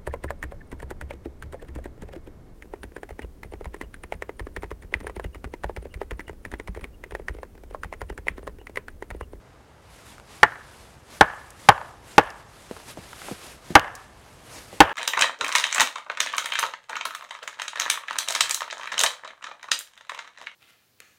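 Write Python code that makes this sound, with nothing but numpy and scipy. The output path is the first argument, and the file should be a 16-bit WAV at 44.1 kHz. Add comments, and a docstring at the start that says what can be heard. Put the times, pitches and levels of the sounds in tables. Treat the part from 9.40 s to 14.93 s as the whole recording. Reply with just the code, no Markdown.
"""Snowy woodland, quiet air. A jacket starts to rub, cloth over cloth, and fingers, chips and twigs
tick lightly now and then. From 1 s a hatchet drives a wooden stake into the ground in six hard knocks.
Each time the sleeve swishes, the stake rings and its end grain crushes; the knock returns from the
nearest trunks and dies away among the trees. The loudest knocks clip flat, with a harsh edge.
From 3.3 s, between the later blows, boots shift in the snow."""
import sys
import numpy as np
from scipy import signal
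from scipy.io import wavfile

SR = 44100
rng = np.random.default_rng(int(sys.argv[2]) if len(sys.argv) > 2 else 0)


def pcm_store(signal):
    """Save signal as 16-bit PCM."""
    levels = np.round(np.clip(np.atleast_2d(signal), -1, 1) * 32767)
    wavfile.write(sys.argv[1], SR, levels.astype(np.int16).T)


N = 243873

# hatchet blows: (time [s], force [dB], stake pitch [ratio], thud [dB], upper ring [dB], crack [dB],
# woodland [dB])
BLOWS = [(1.0308, -5, 1.07, -4, 8, -5, -1.5), (1.8093, 0, 1.004, -5, 4.5, -7, -0.5),
         (2.2875, 5.5, 1.012, -13, -5, -7.5, -2.5), (2.7807, -0.5, 1.014, 1, -1, -2, 1),
         (4.353, 3.5, 1.0, 2, 1.5, -1.5, 0), (5.404, 2.5, 1.003, 3, -1, 2, 3)]


def from_db(db):
    """Decibels to gain."""
    return 10 ** (np.asarray(db) / 20)


def rms_one(x):
    """Scale to rms 1."""
    return x / np.sqrt(np.mean(x ** 2) + 1e-20)


def peak_one(x):
    """Scale to peak 1."""
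    return x / np.abs(x).max()


def at_hz(rows, hz, column=1):
    """Interpolate a table column over log frequency."""
    table = np.array(rows)
    return np.interp(np.log(hz), np.log(table[:, 0]), table[:, column])


def fade(t, t60_s):
    """Exponential decay, 60 dB in t60_s."""
    return np.exp(-np.log(1000) * t / t60_s)


def butter(x, hz, kind, order=2):
    """Causal Butterworth filter."""
    sos = signal.butter(order, np.clip(hz, 10, 0.45 * SR), kind, fs=SR, output="sos")
    return signal.sosfilt(sos, x)


def add(out, time_s, sound):
    """Mix a sound in at time_s."""
    start = int(round(time_s * SR))
    out[start:start + len(sound)] += sound[:N - start]


def drift(rate_hz):
    """Random wander: straight lines between unit Gaussian knots."""
    knots = rng.standard_normal(int(N / SR * rate_hz) + 2)
    return np.interp(np.arange(N) / SR * rate_hz, np.arange(len(knots)), knots)


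def noise_bands(size):
    """Yield 0.4-octave noise bands as (centre [Hz], samples)."""
    edges_hz = 20 * 2 ** np.arange(0, 10.1, 0.4)
    white = rng.standard_normal((2, size + SR // 10))   # two sources: adjacent bands are unrelated
    for k, (low_hz, high_hz) in enumerate(zip(edges_hz, edges_hz[1:])):
        yield np.sqrt(low_hz * high_hz), butter(white[k % 2], [low_hz, high_hz], "band")[-size:]


def steady_noise(spectrum, flicker_db, flicker_hz, top_hz=13500):
    """Coloured noise, rms 1, whose bands flicker separately."""
    noise = sum(band * from_db(at_hz(spectrum, hz) + flicker_db * drift(flicker_hz))
                for hz, band in noise_bands(N))
    return rms_one(butter(noise, top_hz, "low"))


def dying_noise(spectrum, t, tone):
    """Noise normalised to rms 1, then shaped by a tone curve and decayed band by band."""
    bands = [(hz, band * from_db(at_hz(spectrum, hz))) for hz, band in noise_bands(len(t))]
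    dying = sum(band * from_db(at_hz(tone, hz)) * fade(t, at_hz(spectrum, hz, column=2))
                for hz, band in bands)
    return dying / np.std(sum(band for _, band in bands))


def air(rms_db=-51.5):
    """The quiet of the wood: faint, steady, mostly low noise."""
    # outdoor air: (frequency [Hz], relative density [dB])
    spectrum = [(25, -18.5), (42, -4.5), (60, -1), (130, -4.5), (180, -12), (400, -12.5), (900, -14),
                (1400, -18.5), (3000, -28.5), (10000, -38), (18000, -47.5)]
    return from_db(rms_db) * steady_noise(spectrum, flicker_db=0.1, flicker_hz=12)


def swish(middle_s, length_s, db):
    """Power of one movement: cloth speeds up and slows in a bell, half amplitude at the ends."""
    t = np.arange(N) / SR
    bell = 0.5 ** ((2 * (t - middle_s) / length_s) ** 2)
    return (from_db(db) * bell) ** 2


def rubbing(downswing_db, start_s=0.4, onset_s=0.03, resting_db=-76, working_db=-66.5):
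    """Rubbing strength in dB: constant stir, body movements, and a swing for each blow."""
    # arm lifts and body shifts: (middle [s], length [s], relative level [dB])
    rubs = [(0.554, 0.14, -56), (0.695, .16, -54), (1.364, 0.34, -56.5), (2.02, 0.24, -57.5),
            (2.472, 0.13, -58.5), (2.99, .08, -58.5), (3.21, 0.22, -55.5), (3.383, 0.19, -52.5),
            (3.496, 0.065, -46.5), (3.714, 0.33, -51.5), (3.875, 0.17, -45.5), (4.065, 0.17, -48),
            (4.606, 0.13, -56.5), (4.93, 0.39, -59.5), (5.166, 0.18, -48)]
    stir_db = np.interp(np.arange(N) / SR - start_s, [0, onset_s], [resting_db, working_db])
    power = from_db(stir_db) ** 2 + sum(swish(*rub) for rub in rubs)
    for time_s, force_db, *_ in BLOWS:
        lead_s = 0.063 * from_db(-0.39 * force_db)   # a harder blow lands sooner after its swish
        downswing = swish(time_s - lead_s, length_s=0.13, db=downswing_db)
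        follow_through = swish(time_s + 0.055, length_s=0.18, db=-58)
        power = power + downswing + follow_through
    return 10 * np.log10(power)


def jacket(gain_db=4.0, downswing_db=-51.5, grain_db=1.0, catch_db=0.25, split_hz=5000, brightening=0.18):
    """Cloth slides over itself and catches on folds: a grainy hiss, brighter the harder it rubs."""
    # cloth hiss: (frequency [Hz], relative density [dB])
    spectrum = [(40, -8), (150, -1.5), (350, -1), (1000, -2.5), (2400, -4.5), (5000, -8.5), (8500, -10),
                (11000, -11), (15000, -22), (19000, -30)]
    rubbing_db = rubbing(downswing_db) + catch_db * drift(rate_hz=40)
    hiss = steady_noise(spectrum, flicker_db=1.4, flicker_hz=35)
    body = butter(hiss, split_hz, "low", order=1)
    sheen = (hiss - body) * from_db(brightening * (rubbing_db - downswing_db))
    return from_db(rubbing_db + gain_db + grain_db * drift(rate_hz=220)) * (body + sheen)


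def ticks(edge_ratio=1.21, splinter=0.12):
    """Light contacts: one sharp pulse, then brief splintering."""
    # fingers, chips and twigs: (time [s], peak [dB], centre [Hz], t60 [s])
    contacts = [(0.782, -32.5, 1290, 0.0061), (0.7992, -31.5, 1100, 0.0092), (2.105, -29, 7800, 0.023),
                (2.8372, -34, 7000, .01), (2.9038, -30.5, 4540, 0.013), (3.401, -31, 1090, .008),
                (3.731, -27.5, 1110, 0.028), (3.818, -26, 1400, 0.012), (4.3958, -12, 2820, 0.0066),
                (4.5528, -24.5, 6260, 0.04)]
    out, t = np.zeros(N), np.arange(SR // 20) / SR
    for time_s, peak_db, hz, t60_s in contacts:
        contact = (t == 0) + splinter * rng.standard_normal(len(t)) * fade(t, t60_s)
        tick = butter(contact, [hz / edge_ratio, hz * edge_ratio], "band", order=1)
        add(out, time_s, from_db(peak_db) * peak_one(tick))
    return out


def knock(pitch, tone, crush_db=0.5, contact_s=0.00063):
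    """One blow: the stake rings and its end grain is crushed."""
    # modes of the stake with the hatchet on it: (frequency at pitch 1 [Hz], level [dB], t60 [s])
    modes = [(43.6, -41.5, 0.11), (102, -26, 0.12), (185.5, -24.5, 0.017), (307.5, -10, .06),
             (449, -17.5, 0.048), (501.4, -21.5, 0.082), (644.3, -14, 0.077), (807, 2, 0.037),
             (931, -1, 0.031), (1055, -3.5, 0.027), (1292, -5, 0.025), (1458, -9.5, 0.03),
             (1666, -4, 0.032), (1816, -7, 0.025), (2175, -10.5, 0.023), (2690, -8, 0.019),
             (3114, -7.5, .02), (4360, -13.5, 0.0065), (9950, -27.5, 0.03)]
    # crushing end grain: (frequency [Hz], relative density [dB], t60 [s])
    crush_spectrum = [(41, -23, 0.21), (150, -12, 0.1), (489, 0.5, 0.045), (970, 4, 0.039),
                      (1797, -0.5, 0.037), (2940, -7, 0.02), (5170, -6.5, 0.012), (9000, -23, 0.02),
                      (16000, -30.5, 0.0069)]
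    t = np.arange(SR // 5) / SR
    ring = np.zeros(len(t))
    for k, (hz, db, t60_s) in enumerate(modes):
        gain = (-1) ** k * from_db(db + at_hz(tone, hz))
        ring += gain * np.sin(2 * np.pi * hz * pitch * t) * fade(t, t60_s)
    crush = from_db(crush_db) * dying_noise(crush_spectrum, t, tone)
    return (ring + crush) * (1 - np.exp(-t / contact_s))   # force builds as the fibres give


def near_echoes(low_hz=800, high_hz=3500):
    """Direct path plus reflections: lows bend round the trunks, highs are lost in snow and bark."""
    # ground and nearest trunks: (delay [s], level [dB])
    echoes = [(.0027, -10.5), (.0131, -16), (0.0261, -33.5), (0.0313, -29), (.090, -33.5), (0.125, -35.5)]
    taps = np.zeros(SR // 5)
    for delay_s, db in echoes:
        taps[int(delay_s * SR)] += from_db(db)
    response = butter(taps, [low_hz, high_hz], "band", order=1)
    response[0] += 1
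    return response


def woodland(tone, far_db=-30.5, near_db=-10.5, near_t60_s=0.081, onset_s=0.0058, clump_db=2.0):
    """Trees scatter a knock into noise of its colour: quick from close by, lingering from afar."""
    # scatter from the trees: (frequency [Hz], relative density [dB], t60 [s])
    spectrum = [(60, -10, 0.52), (220, -24.5, 0.86), (450, -4, 0.46), (625, -2, 0.68), (1020, -0.5, 0.74),
                (1400, 0.5, 0.66), (1750, -8.5, 0.38), (2200, -11.5, 0.93), (3200, -33.5, 0.35),
                (4150, -25, 0.26), (12160, -39, 0.29)]
    # upper stake resonances that carry far: (centre [Hz], width [Hz], level [dB], t60 [s])
    resonances = [(1724, 170, -7, 0.67), (2820, 750, -12.5, 0.55)]
    t = np.arange(int(0.9 * SR)) / SR
    scatter = dying_noise(spectrum, t, tone)
    for hz, width_hz, db, t60_s in resonances:
        ring = butter(rng.standard_normal(len(t)), [hz - width_hz / 2, hz + width_hz / 2], "band")
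        scatter += from_db(db + at_hz(tone, hz)) * rms_one(ring) * fade(t, t60_s)
    envelope = from_db(far_db) + from_db(near_db) * fade(t, near_t60_s)
    clumps = from_db(clump_db * drift(rate_hz=140)[:len(t)])   # trunks stand at uneven distances
    onset = 1 - np.exp(-(t / onset_s) ** 2)
    return scatter * envelope * clumps * onset


def hatchet(direct_db=1.5):
    """The blows with their echoes; grip and aim set the colour of each."""
    out, paths = np.zeros(N), near_echoes()
    for time_s, force_db, pitch, thud_db, ring_db, crack_db, woods_db in BLOWS:
        # (frequency [Hz], gain [dB])
        tone = [(120, 0), (300, thud_db), (600, 0), (1000, 0), (1700, ring_db), (2500, crack_db)]
        add(out, time_s, from_db(force_db + direct_db) * signal.fftconvolve(knock(pitch, tone), paths))
        add(out, time_s, from_db(force_db + woods_db) * woodland(tone))
    return out


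def boots(edge_ratio=1.87, grit_db=-13.5, crumble=0.07):
    """Snow gives under the sole with a jolt, then crumbles: a short, dull crump with some grit."""
    # steps in snow: (time [s], level [dB], centre [Hz], t60 [s])
    steps = [(3.3117, -21, 332, 0.059), (3.366, -28, 690, 0.066), (3.573, -26.5, 370, 0.069),
             (3.587, -32, 150, 0.045), (3.885, -25, 595, 0.07), (3.913, -22.5, 238, 0.054),
             (3.921, -24.5, 238, 0.049), (4.305, -22.5, 181.5, 0.11), (5.329, -29.5, 328, 0.11)]
    out, t = np.zeros(N), np.arange(SR // 8) / SR
    for time_s, db, hz, t60_s in steps:
        crumbs = rng.standard_normal(len(t)) * fade(t, t60_s)
        crump = butter((t == 0) + crumble * crumbs, [hz / edge_ratio, hz * edge_ratio], "band")
        grit = butter(crumbs, [600, 2500], "band", order=1)
        add(out, time_s, from_db(db) * (peak_one(crump) + from_db(grit_db) * peak_one(grit)))
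    return out


def scene():
    """Mono mix of the outdoor air and the work."""
    return (air() + jacket() + ticks() + hatchet() + boots())[None, :]


def record(dry):
    """The loudest knocks clip flat at full scale, with a harsh edge; a steep low-pass cuts the top."""
    cutoff_hz = 16000
    lowpass = signal.ellip(8, 0.1, 70, cutoff_hz, fs=SR, output="sos")
    return signal.sosfilt(lowpass, np.clip(dry, -1, 1))


dry = scene()
out = record(dry)
pcm_store(out)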